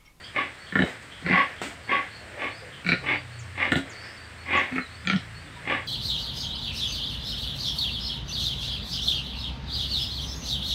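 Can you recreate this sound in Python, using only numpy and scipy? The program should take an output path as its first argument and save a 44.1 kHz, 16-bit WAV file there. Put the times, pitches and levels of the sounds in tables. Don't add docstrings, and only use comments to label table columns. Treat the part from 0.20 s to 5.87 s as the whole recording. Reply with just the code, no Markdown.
import sys
import numpy as np
from scipy import signal
from scipy.io import wavfile
from scipy.ndimage import uniform_filter1d, minimum_filter1d

SR = 44100
rng = np.random.default_rng(int(sys.argv[2]) if len(sys.argv) > 2 else 0)


def to_wav(s):
    ch = np.atleast_2d(s).T
    pcm = np.round(np.clip(ch, -1, 1) * 32767)
    wavfile.write(sys.argv[1], SR, pcm.astype(np.int16))


def volts_from_db(level):
    exponent = np.asarray(level, float) / 20
    return 10 ** exponent


N = 250047
CHEST_HZ = 178

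# start_s, snout_db,
# thump_db, brightness_db_per_octave
SLAPS = [
    [(0.5232, -20.5, -31, 1), (0.5546, -7.5, -18, -6.5), (0.59, -9.5, -15.5, -4.5),
     (0.6014, -20.5, -14, 10), (0.621, -12, -17, 7.5), (0.6334, -32, -17, 18)],
    [(1.022, -36, -38, 8), (1.063, -14, -24.5, -6), (1.096, -27, -19, 11), (1.128, -12, -23.5, -8)],
    [(1.416, -17.5, -49, -4.5), (1.423, -43, -37.5, 12)],
    [(2.6464, -23, -35, 3), (2.6643, -12.5, -30, 3), (2.6888, -3, -22.5, 3), (2.7182, -3, -17, -2),
     (2.7364, -14, -28.5, 4)],
    [(3.5194, -6.5, -17, -1), (3.5558, -11, -17, 5.5), (3.5705, -20, -25.5, 4), (3.5894, -44, -27.5, 0.1)],
    [(4.5216, -25, -28.5, 10), (4.558, -18, -25.5, 17), (4.5805, -12.5, -25.5, -1)],
    [(4.8509, -29, -54, -10), (4.8723, -10.5, -29, -4), (4.8988, -6.5, -22.5, -6.5),
     (4.9324, -14, -26, -12), (4.9614, -19.5, -26, 4.5)],
]
# centre_hz, width_hz, level_db
SNOUTS = [
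    [(1070, 140, -9), (1416, 66, 3), (1754, 104, 10), (2180, 120, -3.5), (3050, 270, -7.5),
     (3880, 126, -10.5)],
    [(1460, 85, -7), (1870, 230, -6.5), (2274, 110, -2), (3830, 250, -20), (4400, 580, -17)],
    [(330, 160, 2), (750, 220, 11), (1300, 230, 10), (1670, 500, 3), (3020, 900, -17)],
    [(1444, 130, -0.5), (1824, 160, -2), (2280, 120, 4.5), (2550, 320, -7.5), (3950, 200, -11),
     (4480, 220, -17), (5700, 300, -33)],
    [(1435, 37, 7), (1760, 92, 5), (2085, 120, 0), (2870, 230, -6.5), (3375, 370, -11), (3920, 170, -9.5)],
    [(1305, 120, -5), (1820, 86, 1), (2202, 58, -2), (2500, 140, -11.5), (4260, 280, -46)],
    [(1377, 51, -2.5), (1806, 88, -4), (2286, 195, -4), (3210, 280, -6), (3760, 290, -13),
     (4410, 380, -14.5), (6060, 580, -19)],
]
# centre_hz, width_hz, level_db
CHEST_MODES = [(82.5, 78, -5.5), (188, 90, 2), (302, 94, -0.5), (451, 100, -7.5), (700, 135, -10)]
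SPIT_DB = [-51, -55, -47, -55, -42.5, -66, -66]
SAG_PER_S = [0.12, 0.1, 0.1, 0.091, 0.27, 0.27, 1.5]
SPIT_DB_PER_SLAP_DB = 0.6
LEAK_DB = -7
OPEN_S, SHUT_S, SHUT_DB = 0.0007, 0.007, -13
RUSH_DB, RUSH_WIDER = -10.5, 3.2
WALL_S, WALL_DB = 0.0118, -11


def palate_slap(modes):
    after_s = np.arange(3000) / SR
    click = puff(decay_s=0.004, rough=0.045, throb=0)
    ring = steep_tract(click, modes) + volts_from_db(LEAK_DB) * tract(click, modes)
    ring *= np.minimum(after_s / OPEN_S, 1)
    ring *= volts_from_db(SHUT_DB * np.clip((after_s - SHUT_S) / 0.0012, 0, 1))
    open_modes = [(hz, RUSH_WIDER * width_hz, db) for hz, width_hz, db in modes]
    rush = steep_tract(puff(decay_s=0.013, rough=1, throb=0.9), open_modes)
    rush *= np.minimum(after_s / SHUT_S, 1)
    return peaked(ring) + volts_from_db(RUSH_DB) * peaked(rush)


def near_pig():
    out, spit = np.zeros(N), np.zeros(N)
    after_s = np.arange(3000) / SR
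    for slaps, snout, wet_db, sag in zip(SLAPS, SNOUTS, SPIT_DB, SAG_PER_S):
        middle_s = np.mean([row[0] for row in slaps])
        lowest_hz, highest_hz = snout[0][0], snout[-1][0]
        for start_s, snout_db, thump_db, bright_db in slaps:
            modes = []
            for hz, width_hz, db in snout:
                sinking_hz = hz * (hz / lowest_hz) ** (-sag * (start_s + after_s - middle_s))
                modes.append((sinking_hz, width_hz, db + bright_db * np.log2(hz / 1800)))
            slap = dulled(palate_slap(modes), 1.2 * highest_hz)
            add(out, start_s, volts_from_db(snout_db - 2) * peaked(slap))
            thump = dulled(tract(puff(decay_s=0.0094, rough=0.097, throb=0), CHEST_MODES), 1500)
            add(out, start_s, volts_from_db(thump_db + 1.67) * peaked(thump))
            spit_db = wet_db + SPIT_DB_PER_SLAP_DB * snout_db + 13
            add(spit, start_s, volts_from_db(spit_db) * peaked(puff(decay_s=0.003, rough=0.6, throb=0.9)))
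    add(out, WALL_S, volts_from_db(WALL_DB) * out)
    spit_highpass = signal.butter(4, 6300, "high", fs=SR, output="sos")
    return out + chest_hum() + signal.sosfilt(spit_highpass, spit)


# start_s, top_s, end_s, pitch_hz, level_db
HUMS = [(.518, 0.538, 0.64, 182.4, -37), (.55, 0.554, 0.64, 188, -26), (.58, 0.605, 0.69, 177, -31),
        (1.01, 1.025, 1, 183, -36.5), (1.035, 1.062, 1.11, 178, -29.5), (1.09, 1.1, 1.22, 179.4, -26),
        (1.118, 1.136, 1.19, 176, -26), (2.645, 2.667, 2.77, 174, -29.5), (2.685, 2.69, 2.81, 177.5, -32.5),
        (2.71, 2.73, 2.78, 175, -30), (3.513, 3.519, 3.55, 253, -27), (3.551, 3.562, 3.68, 268, -30),
        (4.506, 4.534, 4.65, 251.2, -31), (4.835, 4.879, 4.97, 189, -31.5),
        (4.915, 4.937, 5.01, 190.5, -23.5), (4.935, 4.963, 5.005, 181.4, -23.5)]
HUM_DEPTH_DB, HUM_ROUND, HUM_WAVER_HZ = 24, 1.8, 8


def chest_hum():
    out = np.zeros(N)
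    for start_s, top_s, end_s, pitch_hz, level_db in HUMS:
        t, shape_db = swell(start_s, top_s, end_s, HUM_DEPTH_DB, HUM_ROUND)
        hz = pitch_hz + HUM_WAVER_HZ * drift(len(t), span_s=0.012)
        hum = np.sqrt(2) * np.sin(2 * np.pi * np.cumsum(hz) / SR)
        add(out, start_s, volts_from_db(level_db + shape_db) * hum * signal.windows.tukey(len(t), 0.2))
    return out


# start_s, top_s, end_s, effort_db, nasal_ring_db
FAR = [
    (0.138, 0.18, .33, -23.5, -28),
    (1.04, 1.177, 1.29, -21, -27),
    (1.67, 1.724, 1.89, -22.5, -26),
    (2.166, 2.244, 2.37, -30.5, -37.5),
    (2.829, 2.916, 3.01, -25, -40),
    (3.346, 3.43, 3.57, -24, -32),
    (4.249, 4.36, 4.52, -20.5, -26),
    (5.446, 5.518, 5.66, -24, -28),
]
# breath_0_to_1, mouth_factor (on throat_hz), flat_top_exponent
FAR_VOICE = [(1, 1.018, 1.27), (1, 0.978, 2.37), (1, 0.98, 1.55), (0.64, 1.04, 1.7), (1, 1.03, 2.36),
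             (0.67, 1.017, 1.56), (0.97, 0.996, 1.54), (0.51, 1.005, 1.63)]
# pulse_s, pulses_per_s
FAR_BEAT = [(.161, 41.8), (1.0865, 43.5), (1.6927, 42), (2.1945, 42), (2.8625, 41.8), (3.4015, 40.5),
            (4.306, 45), (5.474, 41.8)]
# centre_hz, width_hz, level_db
FAR_THROAT = [(269, 94, -10), (571, 38.5, -5.5), (791, 78, -6), (1114, 73, -3), (1676, 196, -4.5),
              (2083, 161, 3), (2375, 393, -5), (2900, 113, -8.5), (3310, 163, -14.5), (3863, 120, -24.5)]
FAR_DEPTH_DB, FAR_TOP_HZ = 29, 4540
GROWL_HZ, GROWL_WIDTH_HZ, GROWL_DB = 279, 235, -17.5
NASAL_HZ, NASAL_WIDTH_HZ = 1124, 58
NASAL_PER_EFFORT, NASAL_LAG_S = 1.9, 0.004


def far_pig():
    out = np.zeros(N)
    waver_hz = 8 * drift(N, span_s=0.008)
    for grunt, voice, (pulse_s, pulses_per_s) in zip(FAR, FAR_VOICE, FAR_BEAT):
        *times_s, top_db, ring_db = grunt
        breath, mouth, flat = voice
        t, shape_db = swell(*times_s, FAR_DEPTH_DB, flat)
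        nasal_db = ring_db + NASAL_PER_EFFORT * np.interp(t - NASAL_LAG_S, t, shape_db)
        since_s = (t - pulse_s) * pulses_per_s % 1 / pulses_per_s
        effort_db = np.interp(t - 0.42 * since_s + 0.01, t, top_db + shape_db)
        click = 5 * (since_s < 1 / SR)
        air = (breath + np.exp(-since_s / 0.0028)) * rng.standard_normal(len(t)) + click
        modes = [(hz * mouth, width_hz, db) for hz, width_hz, db in FAR_THROAT]
        growl = resonate(resonate(click, GROWL_HZ, GROWL_WIDTH_HZ), GROWL_HZ, GROWL_WIDTH_HZ)
        throat = evened(tract(air, modes)) + volts_from_db(GROWL_DB) * evened(growl)
        nose_hz = NASAL_HZ + waver_hz[(t * SR).astype(int)]
        ring = resonate(resonate(air, nose_hz, NASAL_WIDTH_HZ), nose_hz, 2 * NASAL_WIDTH_HZ)
        sound = volts_from_db(effort_db) * throat + volts_from_db(nasal_db + 1) * evened(ring)
        add(out, t[0], sound * signal.windows.tukey(len(t), 0.1))
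    return dulled(out, FAR_TOP_HZ)


# start_s, top_s, end_s, level_db
SNORTS = [
    (0.484, 0.696, .8, -70),
    (0.817, 0.825, .88, -73),
    (1.415, 1.417, 1.56, -59.5),
    (2.672, 2.673, 2.73, -67.5),
    (2.71, 2.714, 2.76, -79),
    (3.518, 3.516, 3.556, -59.5),
    (3.56, 3.546, 3.63, -60),
]
# freq_hz, level_db_per_hz
SNORT_SPECTRUM = [(140, -54), (230, 5), (284, -3), (351, -9.5), (975, -12), (1440, -6.5), (1710, -9),
                  (2010, -4.5), (6090, -24), (8220, -15), (10200, -37), (15500, -36)]
SNORT_DEPTH_DB, SNORT_ROUND = 18.5, 1.7


def snorts():
    out, hiss = np.zeros(N), noise(SNORT_SPECTRUM, patchy_db=0.7)
    for *times_s, level_db in SNORTS:
        t, shape_db = swell(*times_s, SNORT_DEPTH_DB, SNORT_ROUND)
        air = hiss[round(t[0] * SR):][:len(t)]
        add(out, t[0], volts_from_db(level_db + shape_db + 26) * air * signal.windows.tukey(len(t), 0.02))
    return out


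# start_s, top_s, end_s, centre_hz, level_db
WHEEZES = [(0.028, 0.047, .13, 3220, -46), (0.46, 0.45, .54, 3230, -47), (0.9, 0.82, 1.05, 3200, -46.5),
           (1.356, 1.407, 1.425, 3320, -49), (2.513, 2.52, 2.64, 3160, -48.5),
           (5.32, 5.36, 5.4, 3650, -54.5), (3.7, 3.76, 3.93, 4530, -53), (3.78, 3.88, 4.0, 5100, -54.5),
           (1.9, 1.95, 2.02, 4470, -54)]
WHEEZE_WIDTH_HZ, WHEEZE_DEPTH_DB = 490, 8


def wheezes():
    out = np.zeros(N)
    for *times_s, hz, level_db in WHEEZES:
        t, shape_db = swell(*times_s, WHEEZE_DEPTH_DB, 2)
        air = resonate(resonate(rng.standard_normal(len(t)), hz, WHEEZE_WIDTH_HZ), hz, WHEEZE_WIDTH_HZ)
        add(out, t[0], volts_from_db(level_db + shape_db) * evened(air) * signal.windows.tukey(len(t), 0.3))
    return out


# start_s, length_s, start_hz, end_hz, level_db
WHISTLES = [(0, .06, 4550, 4650, -57), (.03, .07, 5000, 5000, -61), (.385, .125, 4460, 4450, -59),
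            (.66, .1, 4700, 5100, -67), (1.1, .1, 4700, 5200, -61), (1.62, .1, 4450, 4500, -60),
            (1.7, .08, 4750, 4850, -66), (1.9, .1, 4150, 4600, -57), (1.94, .07, 4150, 4300, -60),
            (2.3, .07, 4350, 4500, -57), (2.345, .07, 5000, 4980, -61), (2.92, .09, 4650, 4700, -56),
            (3.11, .095, 4400, 4480, -61), (3.75, .09, 4380, 4600, -56), (3.81, .07, 5000, 5050, -63),
            (3.85, .07, 4500, 4800, -62), (3.96, .11, 4520, 4700, -57), (4.175, .055, 4320, 4420, -58),
            (4.52, .05, 4400, 4400, -60), (4.585, .095, 4170, 3900, -55), (4.69, .08, 4300, 4500, -59),
            (4.77, .06, 4800, 5050, -62), (5.14, .07, 4400, 4400, -59), (5.2, .04, 4600, 4750, -65),
            (5.24, .05, 3620, 3480, -61), (4.23, .04, 4700, 5000, -61), (2.36, .1, 4780, 4740, -63),
            (2.92, .05, 4350, 4350, -62)]
# start_s, level_db, start_hz, end_hz, length_s
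CHIRPS = [
    (3.188, -43, 7750, 4900, .034),
    (3.695, -44, 7600, 4500, .04),
    (4.367, -43, 7500, 5000, .034),
    (4.859, -44, 7250, 7100, .012),
]


def birds():
    out = np.zeros(N)
    quaver_hz = 60 * drift(N, span_s=0.002)
    flutter_db = 3 * drift(N, span_s=0.005)
    for start_s, length_s, start_hz, end_hz, level_db in WHISTLES:
        at = round(start_s * SR) + np.arange(round(length_s * SR))
        hz = np.linspace(start_hz, end_hz, len(at)) + quaver_hz[at]
        tone = np.sin(2 * np.pi * np.cumsum(hz) / SR) * signal.windows.tukey(len(at), 0.35)
        add(out, start_s, volts_from_db(level_db + 4.5 + flutter_db[at]) * tone)
    for start_s, level_db, start_hz, end_hz, length_s in CHIRPS:
        u = np.linspace(0, 1, round(length_s * SR))
        hz = start_hz + (end_hz - start_hz) * u ** 0.9
        tone = np.sin(2 * np.pi * np.cumsum(hz) / SR)
        add(out, start_s, volts_from_db(level_db - 14 * u) * tone * signal.windows.tukey(len(u), 0.2))
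    return out


# start_s, top_s, end_s, pitch_hz, level_db
MOANS = [
    (1.959, 2.053, 2.14, 635, -56.5),
    (2.129, 2.189, 2.22, 590, -48),
    (2.294, 2.376, 2.39, 660, -55),
    (2.385, 2.434, 2.53, 496, -50.5),
    (1.492, 1.52, 1.55, 684, -52),
    (1.564, 1.572, 1.635, 608, -55),
    (5.217, 5.273, 5.36, 298, -56),
    (5.347, 5.37, 5.44, 960, -57.5),
]
MOAN_WIDTH_HZ, MOAN_DEPTH_DB = 35, 21


def moans():
    out = np.zeros(N)
    for *times_s, hz, level_db in MOANS:
        t, shape_db = swell(*times_s, MOAN_DEPTH_DB, 1.3)
        moan = evened(resonate(rng.standard_normal(len(t)), hz, MOAN_WIDTH_HZ))
        add(out, t[0], volts_from_db(level_db + shape_db + 5) * moan * signal.windows.tukey(len(t), 0.3))
    return dulled(out, FAR_TOP_HZ)


# time_s, firings_per_s, level_db, best_order, fall_db_per_order
ENGINE = [(0, 28.4, -59, 2.2, 10), (.8, 28.4, -68, 4, 0.5), (1.6, 38.6, -52, 2.1, 11),
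          (2.2, 35.6, -51.5, 2.6, 18), (2.55, 34, -52, 4, 11), (2.85, 32.5, -47.5, 3.5, 2.5),
          (3.19, 29.3, -34, 3.6, 20.5), (3.45, 30.3, -41.5, 3.1, 14), (3.8, 29, -53.5, 3.7, 11),
          (4.1, 26.5, -44.5, 3.3, 14), (4.38, 29, -41, 3, 19), (4.5, 33, -63, 3, 5),
          (4.7, 27.3, -46, 3.2, 13.5), (5.1, 27.8, -46, 3.5, 4), (5.4, 29.13, -53, 4, 2.5),
          (5.67, 28.5, -47.5, 3.7, 4)]
ORDER_FLOOR_DB = -31


def engine():
    time_s, *curves = np.transpose(ENGINE)
    t = np.arange(time_s[0], time_s[-1], 1 / SR)
    firings_per_s, level_db, best_order, fall_db = [np.interp(t, time_s, curve) for curve in curves]
    phase = 2 * np.pi * np.cumsum(firings_per_s) / SR
    out = np.zeros(N)
    for k in range(5):
        order = k + 2
        order_db = np.maximum(-fall_db * abs(order - best_order), ORDER_FLOOR_DB - 2 * k)
        waver_db = 2.2 * drift(len(t), span_s=0.06)
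        tone = np.sqrt(2) * np.sin(order * phase + 1.3 * k * k)
        add(out, t[0], volts_from_db(level_db + order_db + waver_db) * tone)
    return out


# top_s, half_length_s, snouts_db, chests_db
HERD = [(0.673, 0.13, -25, -25.5), (1.088, 0.077, -24, -54), (1.306, 0.18, -28, -34.5),
        (1.82, 0.18, -28.5, -65.5), (2.057, 0.14, -44, -36.5), (2.238, 0.16, -26.5, -25),
        (2.486, 0.16, -40, -41), (2.838, 0.064, -40, -28), (3.678, 0.14, -34.5, -33.5),
        (3.866, 0.2, -31.5, -38), (4.42, 0.13, -25, -45), (4.563, 0.1, -23, -44), (5.037, 0.2, -42, -70),
        (5.425, 0.1, -36, -47), (5.512, 0.09, -38, -22.5)]
HERD_DEPTH_DB = 21
SNOUTS_BED_DB, CHESTS_BED_DB = -41, -57


def herd():
    snouts_gain, chests_gain = np.full(N, volts_from_db(SNOUTS_BED_DB)), np.full(N, volts_from_db(CHESTS_BED_DB))
    for top_s, half_s, snouts_db, chests_db in HERD:
        t, shape_db = swell(top_s - half_s, top_s, top_s + half_s, HERD_DEPTH_DB, 0.86)
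        fade = signal.windows.tukey(len(t), 0.3)
        add(snouts_gain, t[0], volts_from_db(snouts_db + shape_db) * fade)
        add(chests_gain, t[0], volts_from_db(chests_db + shape_db) * fade)
    out = np.zeros(N)
    for hz, width_hz, gain in [(1807, 970, snouts_gain), (485, 550, chests_gain)]:
        breath = resonate(resonate(rng.standard_normal(N), hz, width_hz), hz, width_hz)
        out += volts_from_db(-13) * gain * evened(breath)
    return out


# freq_hz, level_db_per_hz
YARD = [(18, -41), (30, -58), (81, 6), (127, -0.5), (231, -3.5), (351, -7), (577, -6.5), (924, -9),
        (1730, -3), (4560, -15), (5920, -23), (6580, -24), (8330, -16), (10800, -37), (15600, -35.5)]


def yard():
    return volts_from_db(-46) * noise(YARD, patchy_db=0.6)


# freq_hz, t60_s
PEN = [(150, 0.034), (600, 0.26), (2000, 0.19), (5000, 0.36), (12000, 0.027)]


def pen(x):
    taps = np.zeros(SR // 2)
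    at = np.arange(200, SR // 2 - 20, 20)
    taps[at + rng.integers(0, 20, len(at))] = rng.choice([-1., 1.], len(at))
    hz, t, z = signal.stft(taps, SR, nperseg=256)
    decay_db = -60 * t / read(PEN, hz)[:, None]
    tail = signal.istft(z * volts_from_db(decay_db), SR, nperseg=256)[1]
    return signal.fftconvolve(x, tail / np.linalg.norm(tail))[:N]


def puff(decay_s, rough, throb):
    t = np.arange(3000) / SR
    burst = rough * rng.standard_normal(3000) * np.exp(-t / decay_s)
    burst *= 1 + throb * np.cos(2 * np.pi * CHEST_HZ * t)
    burst[0] += 1
    return burst


def resonate(x, hz, width_hz):
    turn = np.exp(2j * np.pi * np.cumsum(hz * np.ones(len(x))) / SR)
    r = np.exp(-np.pi * width_hz / SR)
    return 2 * (turn * signal.lfilter([1 - r], [1, -r], x / turn + 1e-18)).real


def tract(x, modes):
    return sum((-1) ** k * volts_from_db(db) * resonate(x, hz, width_hz)
               for k, (hz, width_hz, db) in enumerate(modes))


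def steep_tract(x, modes):
    return sum((-1) ** k * volts_from_db(db) * resonate(resonate(x, hz, 1.22 * width_hz), hz, 1.24 * width_hz)
               for k, (hz, width_hz, db) in enumerate(modes))


def dulled(x, hz):
    return signal.sosfilt(signal.butter(4, hz, fs=SR, output="sos"), x)


def noise(spectrum, patchy_db):
    hz = np.fft.rfftfreq(1024, 1 / SR)
    real, imag, patches = rng.standard_normal((N // 256 + 5, 513, 3)).T
    patches = uniform_filter1d(patches, size=10, axis=0)
    patches = evened(uniform_filter1d(patches, size=12, axis=1))
    z = (real + 1j * imag) * volts_from_db(read(spectrum, hz)[:, None] + patchy_db * patches)
    return evened(signal.istft(z, nperseg=1024, noverlap=768)[1][:N])


def swell(start_s, top_s, end_s, depth_db, roundness):
    t = np.arange(start_s, end_s, 1 / SR)
    return t, -depth_db * np.interp(t, [start_s, top_s, end_s], [1, 0, 1]) ** roundness


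def drift(count, span_s):
    size = round(span_s * SR)
    wander = uniform_filter1d(rng.standard_normal(N), size=size)
    return evened(uniform_filter1d(wander, size=size)[:count])


def read(points, hz):
    f, value = np.transpose(points)
    return np.interp(np.log(hz + 1), np.log(f + 1), value)


def evened(x):
    return x / np.sqrt(np.mean(x ** 2) + 1e-20)


def peaked(x):
    return x / abs(x).max()


def add(mix, start_s, sound):
    part = mix[round(start_s * SR):][:len(sound)]
    part += sound[:len(part)]


def scene():
    near, far, air, song = near_pig(), far_pig() + moans(), snorts() + wheezes(), birds()
    echoes = pen(volts_from_db(-8) * near + volts_from_db(-6) * far + volts_from_db(-13.5) * air + volts_from_db(-7) * song)
    return (near + far + air + song + echoes + engine() + herd() + yard())[None]


def limited(x):
    ceiling = 0.4
    peak = -minimum_filter1d(-abs(x), size=201)
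    return x * uniform_filter1d(ceiling / np.maximum(peak, ceiling), size=201)


def top_cut(x):
    return signal.sosfilt(signal.butter(12, 16120, fs=SR, output="sos"), x)


def record(dry):
    lowpass = signal.firwin(401, 15650, window=("kaiser", 9), fs=SR)
    band = signal.oaconvolve(limited(dry), lowpass[None], "same")
    highpass = signal.butter(3, 48, "high", fs=SR, output="sos")
    return top_cut(signal.sosfilt(highpass, band))


dry = scene()
out = record(dry)
to_wav(out)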